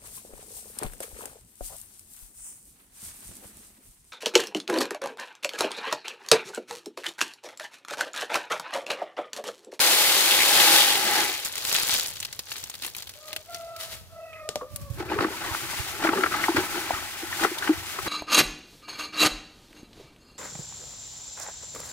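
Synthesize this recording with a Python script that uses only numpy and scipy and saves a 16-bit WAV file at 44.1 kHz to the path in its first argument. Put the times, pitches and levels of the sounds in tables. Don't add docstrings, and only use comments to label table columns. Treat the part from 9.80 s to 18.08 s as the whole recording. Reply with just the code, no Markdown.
import sys
import numpy as np
from scipy import signal
from scipy.fft import rfft, irfft, next_fast_len
from scipy.io import wavfile
from scipy.ndimage import uniform_filter1d

SR = 44100
rng = np.random.default_rng(int(sys.argv[2]) if len(sys.argv) > 2 else 0)


def store_wav(level_fs):
    pcm = np.round(np.clip(np.atleast_2d(level_fs), -1, 1) * 32767)
    wavfile.write(sys.argv[1], SR, pcm.T.astype(np.int16))


def voltage_ratio(level):
    return 10 ** (np.asarray(level, float) / 20)


N = 365138

# t/s, flow level/dB, clumping (0-1)
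POUR_FLOW = [(0.0, -39.5, 0.8), (0.66, -42.5, 0.2), (0.79, -31.5, 0.33), (0.99, -37, 0.22), (1.2, -38, 0.5),
             (1.28, -36, 1), (1.38, -31.5, 0.82), (1.6, -55, 0), (1.75, -90, 0.1)]
# f/Hz, level/dB
SPLASH_TONE = [(71, -61), (120, -9.5), (333, -15), (733, 1.5), (844, -6), (1020, -7.5), (2000, 1),
               (8000, -10), (10400, -52)]
# centre f/Hz, level/dB
SPRAY_SIZES = [(2300, -3.5), (3200, -0.5), (4300, -11)]
# f/Hz, width/Hz, level above the rest/dB
BUCKET_RINGS = [(325.2, 21.7, 19.5), (372.7, 34, 16.5), (837, 23.7, 15), (1310, 30, 3.5), (1536, 32, 7.5),
                (2010, 42, 6.5), (4420, 1300, 6)]
# f/Hz, level/dB
FLOOR_TONE = [(120, -32.5), (200, -3.5), (290, -8), (430, -5), (600, -8), (1500, -42.5)]
# t/s, level/dB
BAG_SLIDE = [(0.0, -21.5), (0.61, -23.5), (0.95, -19), (1.2, -29), (1.4, -28), (1.6, -38), (2.3, -72),
             (2.63, -54.5), (3.45, -56), (4.35, -68)]
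# peak t/s, level/dB, length/s
BAG_SHAKES = [(1.661, -28.5, 0.071), (1.78, -28, 0.034), (1.946, -27, 0.99), (2.13, -24.5, 0.37),
              (2.714, -37.5, 0.24), (2.8, -44.5, 0.54), (3.048, -40, 0.25), (3.188, -42.5, 0.17),
              (3.485, -44.5, 0.19), (3.751, -49.5, 0.59), (4.008, -36.5, 0.11), (4.035, -39.5, 0.25),
              (4.125, -39, 0.22)]
# f/Hz, level/dB
FILM_TONE = [(120, -63), (200, -15), (328, -12.5), (519, 1), (722, -3), (2700, 3), (4000, 4), (5600, -0.5),
             (11100, -0.5), (14900, -3.5), (16000, -7)]
# t/s, level/dB, centre of the crack f/Hz
CREASE_SNAPS = [(1.649, -19.5, 7440), (1.725, -26, 7560), (1.7554, -22, 4550), (1.8506, -19.5, 4330),
                (1.948, -16, 3900), (2.0238, -19, 5920), (2.2722, -21.5, 9720), (2.284, -27, 7480),
                (2.2984, -33, 7670), (2.368, -27, 3940), (2.4017, -20, 7200), (2.4284, -24, 3020),
                (2.4494, -19.5, 4030), (2.5272, -24.5, 4800), (2.5915, -18, 4250), (2.7193, -28.5, 4370),
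                (2.7644, -28.5, 3360), (2.796, -41, 5230), (2.839, -25, 6040), (2.8983, -24, 6940),
                (2.9402, -28.5, 3360), (2.9525, -30, 4530), (3.022, -26, 3990), (3.0364, -24.5, 3490),
                (3.0473, -25.5, 2970), (3.064, -21.5, 9960), (3.1488, -26, 2750), (3.1657, -25.5, 12500),
                (3.2234, -27.5, 4300), (3.2715, -30, 3630), (3.2936, -28, 4680), (3.338, -39, 3380),
                (3.53, -24, 2700), (3.5629, -18.5, 2850), (3.7453, -23.5, 5070), (3.9633, -30.5, 4450),
                (4.96, -20.5, 10400), (7.7846, -19.5, 3500)]
# f/Hz, level/dB
YARD_TONE = [(150, -5), (400, 13), (1700, 4), (5000, 6), (8000, 0), (13000, 2), (15500, -4)]
# t/s, level/dB
WIND_LEVEL = [(0, -69), (1.6, -65.5), (2.1, -59), (2.6, -63.5), (3.85, -63.5), (4.15, -57), (4.85, -60),
              (5.05, -44.5), (5.3, -51.5), (6.6, -55), (7.6, -57), (8.28, -52)]
# f/Hz, level/dB
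WIND_TONE = [(25, -53), (50, -6), (90, 1), (150, -8), (250, -19.5), (500, -33.5)]
# t/s, level/dB, f/Hz
AIR_PUFFS = [(4.928, -30, 103), (5.098, -19.5, 100), (5.381, -24, 112), (5.704, -26, 92),
             (5.991, -23, 89.5), (6.768, -23, 106), (7.127, -29, 87)]
# f/Hz, left-right likeness (0-1)
PORT_LIKENESS = [(60, 0.66), (300, 0.98), (700, 0.84), (1400, 0.65), (3000, 0.54), (6000, 0.023)]
# t/s, middle pitch f/Hz, level/dB, second partial against the first level/dB,
# throat opening (0-1)
CROW_PHRASES = [
    [(3.35, 588, -56, -31, .1), (3.42, 612, -52, -1, 0), (3.52, 622, -44, -7, 0.3),
     (3.63, 624, -54, -13, .1)],
    [(3.64, 635, -76, -10, 0.5), (3.7, 686, -39.5, -6.5, 0.2), (3.9, 668, -39.5, -8.5, 0.24),
     (3.98, 664, -47, 4.5, 0.6), (4.08, 655, -44, -12, 0.1), (4.29, 640, -64, -1, 0.2)],
    [(4.28, 652, -63, 4, .1), (4.37, 658, -38.5, -11, 0.25), (4.47, 650, -41, -13, 0.72),
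     (4.59, 630, -47.5, 2, 1), (4.68, 620, -36.5, -10, 0.3), (4.74, 603, -50.5, 3.5, 0.3),
     (4.93, 590, -49.5, -3.5, 0), (5.18, 543, -50, -4, 0.1)],
]
# t/s, tick level/dB, starting bubble f/Hz,
# bubble against tick level/dB, time for the bubble to fall 60 dB/s
POLE_PLOPS = [(4.53, -44, 2430, 13, 0.08), (4.554, -52.5, 1990, 15, 0.3), (4.69, -5, 440, -13.5, 0.026),
              (4.7572, -8, 589, -7.5, 0.073), (4.811, -47, 1098, 19, 0.15), (4.816, -42, 1000, 29.5, 0.011),
              (4.82, -49, 494, 22.5, 0.17)]
# t/s, level/dB
WATER_SWIRL = [(4.85, -79), (5.05, -77), (5.27, -60), (5.55, -43.5), (5.75, -39), (6.0, -36.5), (6.19, -42),
               (6.5, -37.5), (6.75, -36.5), (7.35, -41.5), (7.59, -37.5), (7.64, -32), (7.675, -40.5),
               (8.05, -41), (8.28, -39)]
# peak t/s, level/dB, length/s, weight on the floor level/dB
POLE_SCRAPES = [(5.204, -34.5, 0.11, 0), (5.321, -32.5, 0.28, 3), (5.423, -33, 0.34, 4),
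                (5.66, -38.5, 1, -8.5), (6.25, -28, 0.24, -21), (6.338, -36.5, 0.53, 8),
                (6.567, -34.5, 1, -16), (6.772, -27, 0.19, -1), (6.955, -36.5, 0.32, -3.5),
                (7.133, -37.5, 0.62, -23), (7.427, -35, 0.023, -2), (7.638, -26.5, 0.14, -6),
                (7.87, -35.5, 0.48, -10), (8.276, -31.5, 0.09, 1)]
# f/Hz, level/dB
GRIND_TONE = [(260, -15), (450, -18.5), (689, -5.5), (832, -11.5), (1150, -5.5), (1320, -1), (1640, -4),
              (2630, -11.5), (11000, -29)]
# f/Hz, level/dB
FIZZ_TONE = [(880, -11), (1500, -3.5), (2060, 2.5), (5220, -2.5), (7320, -3.5), (11900, -6), (14900, -7.5),
             (16000, -8)]
# t/s, level/dB, time to fall 60 dB as pole or water damps it/s,
# lower ring of the loaded floor f/Hz
POLE_BUMPS = [(5.206, -22, 0.096, 357), (5.352, -18.5, 0.13, 410), (5.447, 5.5, 0.022, 347),
              (6.236, -15, 0.15, 330), (6.288, 7, 0.022, 320), (6.349, -13.5, 0.071, 382),
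              (6.687, -2.5, 0.056, 335), (6.744, -3, 0.034, 295), (6.771, -4, 0.057, 327),
              (6.971, -8, 0.049, 352), (7.43, -11, 0.04, 347), (7.609, -13.5, 0.052, 330),
              (7.649, 7, 0.02, 435), (7.714, -8.5, 0.036, 352), (7.891, 1.5, 0.076, 315),
              (8.185, -12, 0.031, 383)]
# t/s, level/dB, centre f/Hz
GRANULE_CRUNCHES = [(5.315, -16, 800), (5.386, -12, 1270), (5.405, -14, 1240), (5.442, -12, 1250),
                    (5.745, -16.5, 1290), (6.247, -10.5, 835), (6.27, -11, 1340), (6.288, -10, 1310),
                    (6.33, -11.5, 910), (6.373, -15, 1210), (6.407, -19, 1390), (6.434, -5.5, 1340),
                    (6.46, -12.5, 1360), (6.54, -13.5, 1260), (6.638, -12, 1870), (6.682, -11.5, 853),
                    (6.765, -8.5, 1520), (7.104, -14.5, 747), (7.524, -18.5, 1780), (7.594, -19, 1480),
                    (7.628, -18, 925), (7.646, -10, 1296), (7.771, -24, 910), (7.821, -15.5, 1460),
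                    (7.873, -17, 1540), (7.89, -16.5, 780), (8.185, -18.5, 1270), (8.264, -21, 1090)]

SPRAY_DB, SPRAY_PER_CLUMP_DB = 16, -29.5
THUD_DB, THUD_PER_CLUMP_DB = -19.5, 15
SHAKE_RISE, SCRAPE_RISE = 0.36, 0.42
GESTURE_EDGE_DB = -29
YARD_DB = -59.5
PUFF_S, PUFF_LEFT = 0.028, 0.099
PORT_TILT_DB, LEFT_EARLY = 1.0, 4.0
THIRD_DB, THIRD_OPEN_DB = -25, 17
FOURTH_DB, FOURTH_OPEN_DB = -34, 32
SWIRL_GRIND_DB, SWIRL_HUM_DB, SCRAPE_FIZZ_DB = -5.5, -33, -13
BUMP_RISE_S = 0.0079
TOP_HZ = 15750


def evened(x):
    return x / np.sqrt(np.mean(x ** 2) + 1e-20)


def read(points, hz):
    f, value = np.transpose(points)
    return np.interp(np.log(hz + 1), np.log(f + 1), value)


def level(rows):
    rows = np.array(rows)
    return voltage_ratio(np.interp(np.arange(N) / SR, rows[:, 0], rows[:, 1], left=-200, right=-200))


def add(mix, s, sound):
    part = mix[..., round(s * SR):][..., :sound.shape[-1]]
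    part += sound[..., :part.shape[-1]]


def colour(x, points, ring=0., band=(20, 16000)):
    hz = np.fft.rfftfreq(8192, 1 / SR)
    peaks = sum((voltage_ratio(db) ** 2 - 1) / (1 + (2 * (hz - f) / w) ** 2) for f, w, db in BUCKET_RINGS)
    gain = voltage_ratio(read(points, hz) + ring * 10 * np.log10(1 + peaks))
    gain /= np.sqrt(np.mean(gain ** 2 * (hz > band[0]) * (hz < band[1])))
    circle = np.log(np.r_[gain, gain[-2:0:-1]])
    taps = np.fft.ifft(np.exp(np.conj(signal.hilbert(circle)))).real[:4096]
    return signal.oaconvolve(x, taps[None], axes=1)[:, :N]


def random_ticks(per_s, spread_db):
    sizes = voltage_ratio(spread_db * np.minimum(rng.exponential(1, N), 3))
    return sizes * (rng.random(N) < per_s / SR)


def grains(per_s, spread_db, t60):
    fade = voltage_ratio(-120 / (t60 * SR))
    power = signal.lfilter([1], [1, -fade], random_ticks(per_s, spread_db) ** 2)
    return evened(np.sqrt(power))


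def hiss(envelope):
    return envelope * rng.standard_normal((2, N))


def smooth_noise(count, size):
    return evened(uniform_filter1d(rng.standard_normal(count), size=size))


def burst(t, hz, width):
    r = np.exp(-np.pi * width * hz / SR)
    poles = [1, -2 * r * np.cos(2 * np.pi * hz / SR), r * r]
    sections = [[1, 0.0081, -1.003, *poles], [1, 0.017, -0.59, *poles]]
    return evened(signal.sosfilt(sections, rng.standard_normal((2, len(t)))))


def gurgles(per_s, count=24):
    t, out = np.arange(1500) / SR, np.zeros((2, N))
    for hz in np.geomspace(780, 3200, count):
        starts = random_ticks(per_s / count, spread_db=3.6)
        envelope = np.exp(-t * hz / 5.5) * (1 - np.exp(-t * hz))
        bubble = np.sin(2 * np.pi * hz * t * (1 + 1.5 * t)) * envelope
        out += signal.oaconvolve(starts, bubble)[:N] * [[1], [rng.choice([-1, 1])]]
    return evened(out)


def gestures(rows, rise):
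    t, power = np.arange(0, N + 64, 64) / SR, 0
    for s, db, length in rows:
        away = np.where(t < s, (s - t) / rise, (t - s) / (1 - rise)) / length
        power = power + voltage_ratio(db + GESTURE_EDGE_DB * away) ** 2
    return np.interp(np.arange(N) / SR, t, np.sqrt(power))


def pour():
    t = np.arange(N) / SR
    s, _, clump = np.transpose(POUR_FLOW)
    clump = np.interp(t, s, clump)
    flow = level(POUR_FLOW)
    splashes = flow * grains(per_s=2500, spread_db=4.0, t60=0.006)
    out = colour(hiss(splashes), SPLASH_TONE, ring=1.28, band=(600, 1800))
    thuds = voltage_ratio(THUD_DB + THUD_PER_CLUMP_DB * clump) * splashes
    out += colour(hiss(thuds), FLOOR_TONE, ring=0.76, band=(260, 480))
    out += colour(voltage_ratio(-7) * flow * gurgles(per_s=2600), SPLASH_TONE, ring=1.0, band=(600, 1800))
    spray = voltage_ratio(SPRAY_DB + SPRAY_PER_CLUMP_DB * clump) * splashes
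    for hz, db in SPRAY_SIZES:
        drift = smooth_noise(N, 2500)
        out += spray * voltage_ratio(db + 5.0 * drift) * burst(t, hz, width=0.39)
    return out


def bag():
    crackle = np.interp(np.arange(N) / SR, [1.1, 2.3, 3.8, 3.95], [.1, .75, .75, .1])
    rustle = np.hypot(level(BAG_SLIDE), gestures(BAG_SHAKES, SHAKE_RISE))
    sliding = rustle * np.sqrt(1 - crackle) * grains(per_s=6300, spread_db=-2.5, t60=0.018)
    out = colour(hiss(sliding), FILM_TONE, ring=0.3, band=(5000, 15000))
    crumple = rustle * np.sqrt(crackle)
    high = crumple * grains(per_s=220, spread_db=4.0, t60=.008)
    top = crumple * grains(per_s=220, spread_db=4.0, t60=.008)
    low = voltage_ratio(-5.0) * crumple * grains(per_s=140, spread_db=4.0, t60=.022)
    t = np.arange(3000) / SR
    shape = 0.6 * voltage_ratio(-60 * t / 0.006) + 0.45 * np.exp(-(t / 0.007) ** 2) + 0.08 * voltage_ratio(-60 * t / 0.12)
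    for s, db, hz in CREASE_SNAPS:
        ragged = shape * voltage_ratio(db + 2.5 * smooth_noise(len(t), 30))
        add(out, s, 0.5 * ragged * burst(t, hz, width=0.6))
        add(top, s, 0.36 * ragged)
        add(low, s, 0.22 * ragged * (3000 / hz) ** 0.79)
    out += colour(hiss(high), [(1500, -36), (3200, 8.5), (7000, 9.5), (15000, -33.0)], band=(3000, 15000))
    out += colour(hiss(top), [(3000, -5), (7500, 2.5), (15000, 0.5)], band=(3000, 15000))
    low_tone = [(300, -17), (2500, 0.0), (4500, 0.0), (9000, -48)]
    return out + colour(hiss(low), low_tone, ring=0.5, band=(700, 3000))


def outdoors():
    return colour(hiss(voltage_ratio(YARD_DB)), YARD_TONE, band=(2800, 16000))


def wind():
    t = np.arange(4000) / SR
    lumps = np.hypot(.8, 1.63 * grains(per_s=41, spread_db=2.5, t60=0.18))
    out = colour(hiss(level(WIND_LEVEL) * lumps), WIND_TONE, band=(40, 170))
    swell = np.sin(np.pi * np.minimum(t / PUFF_S, 1)) ** 2
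    for s, db, hz in AIR_PUFFS:
        puff = voltage_ratio(db) * np.sin(2 * np.pi * hz * t) * swell
        add(out, s, puff * [[PUFF_LEFT], [1]])
    return out


def rooster():
    out = np.zeros((2, N))
    for rows in CROW_PHRASES:
        s, *columns = np.transpose(rows)
        t = np.arange(s[0], s[-1], 1 / SR)
        hz, db, second_db, opening = (np.interp(t, s, c) for c in columns)
        third_db = db + THIRD_DB + THIRD_OPEN_DB * opening
        fourth_db = db + FOURTH_DB + FOURTH_OPEN_DB * opening
        flutter = .011 * smooth_noise(len(t), 400)
        waver = .004 * smooth_noise(len(t), 3000)
        turns = np.cumsum(hz * (1 + flutter + waver)) / SR
        for k, part_db in enumerate([db, db + second_db, third_db, fourth_db], 1):
            noise = rng.standard_normal((2, len(t)))
            a, b = evened(uniform_filter1d(uniform_filter1d(noise, 350), 350))
            echoes = (.28 + .12 * k) * (a + 1j * b)
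            tone = voltage_ratio(part_db) * ((1 + echoes) * np.exp(2j * np.pi * k * turns)).real
            add(out[0], s[0], tone * signal.windows.tukey(len(t), .1))
    return out


def plops():
    t, tick, out = np.arange(5000) / SR, np.zeros(N), np.zeros((2, N))
    tick_shape = 0.2 * voltage_ratio(-60 * t / 0.0096) + 0.017 * voltage_ratio(-60 * t / 0.21)
    for s, db, hz, bubble_db, t60 in POLE_PLOPS:
        add(tick, s, voltage_ratio(db) * tick_shape)
        bubble = 0.6 * np.sin(2 * np.pi * hz * t * (1 + 0.59 * t)) * [[1], [0]]
        splash = 0.21 * burst(t, hz, width=0.64)
        envelope = voltage_ratio(db + bubble_db - 60 * t / t60) * (1 - np.exp(-t / 0.00039))
        add(out, s, envelope * (bubble + splash))
    tick_tone = [(600, 21), (1200, 12.0), (2500, 15.0), (3500, 19.4), (7500, 17.0), (15000, 3.2)]
    return out + colour(hiss(tick), tick_tone, band=(2000, 15000))


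def stir():
    swirl = level(WATER_SWIRL)
    scrape = gestures([row[:3] for row in POLE_SCRAPES], SCRAPE_RISE)
    weighted = [(s, db + weight_db, length) for s, db, length, weight_db in POLE_SCRAPES]
    grind = np.hypot(voltage_ratio(SWIRL_GRIND_DB) * swirl, scrape)
    hum = np.hypot(voltage_ratio(SWIRL_HUM_DB) * swirl, gestures(weighted, SCRAPE_RISE))
    fizz = np.hypot(swirl, voltage_ratio(SCRAPE_FIZZ_DB) * scrape)
    slips = np.hypot(.6, 1.11 * grains(per_s=110, spread_db=-0.5, t60=0.096))
    out = colour(hiss(voltage_ratio(-0.13) * grind * slips), GRIND_TONE, ring=1.0, band=(700, 2800))
    out += voltage_ratio(-1) * grind * gurgles(per_s=350)
    out += colour(hiss(hum * slips), FLOOR_TONE, ring=0.97, band=(260, 450))
    sparkle = fizz * grains(per_s=900, spread_db=7.0, t60=0.29)
    return out + colour(hiss(sparkle), FIZZ_TONE, band=(5000, 15000))


def bumps():
    t, out = np.arange(6000) / SR, np.zeros((2, N))
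    ratio = BUCKET_RINGS[1][0] / BUCKET_RINGS[0][0]
    start = 1 - np.exp(-(t / BUMP_RISE_S) ** 2)
    for s, db, t60, hz in POLE_BUMPS:
        turns = 2 * np.pi * hz * t
        pair = np.sin(turns) + 0.29 * np.sin(ratio * turns)
        add(out[0], s, pair * voltage_ratio(db - 60 * t / t60) * start)
    return out


def crunches():
    t, out = np.arange(6000) / SR, np.zeros((2, N))
    start = 1 - np.exp(-(t / 0.0021) ** 2)
    for s, db, hz in GRANULE_CRUNCHES:
        noise = 0.34 * burst(t, hz, width=1.05) + 0.28 * burst(t, hz, width=0.28)
        ring = 0.3 * np.sin(2 * np.pi * hz * t)
        add(out, s, (noise + ring) * voltage_ratio(db + 4.5 - 60 * t / 0.04) * start)
    return out


def ports(pair):
    size = next_fast_len(N)
    hz = np.fft.rfftfreq(size, 1 / SR)
    same = read(PORT_LIKENESS, hz)
    shared, other = rfft(pair, size)
    left = same * shared + np.sqrt(1 - same ** 2) * other
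    left = left * np.exp(2j * np.pi * hz * LEFT_EARLY / SR)
    return irfft(np.array([left * voltage_ratio(PORT_TILT_DB), shared / voltage_ratio(PORT_TILT_DB)]), size)[:, :N]


def scene():
    return ports(pour() + bag() + outdoors() + rooster() + plops() + stir() + bumps() + crunches()) + wind()


def band_limit(x):
    return signal.sosfilt(signal.butter(12, 16680, fs=SR, output="sos"), x)


def record(dry):
    edge = signal.firwin(255, TOP_HZ, window=("kaiser", 6), fs=SR)
    mix = signal.oaconvolve(dry, edge[None], "same", axes=1)
    return band_limit(mix)


dry = scene()
out = record(dry)
store_wav(out)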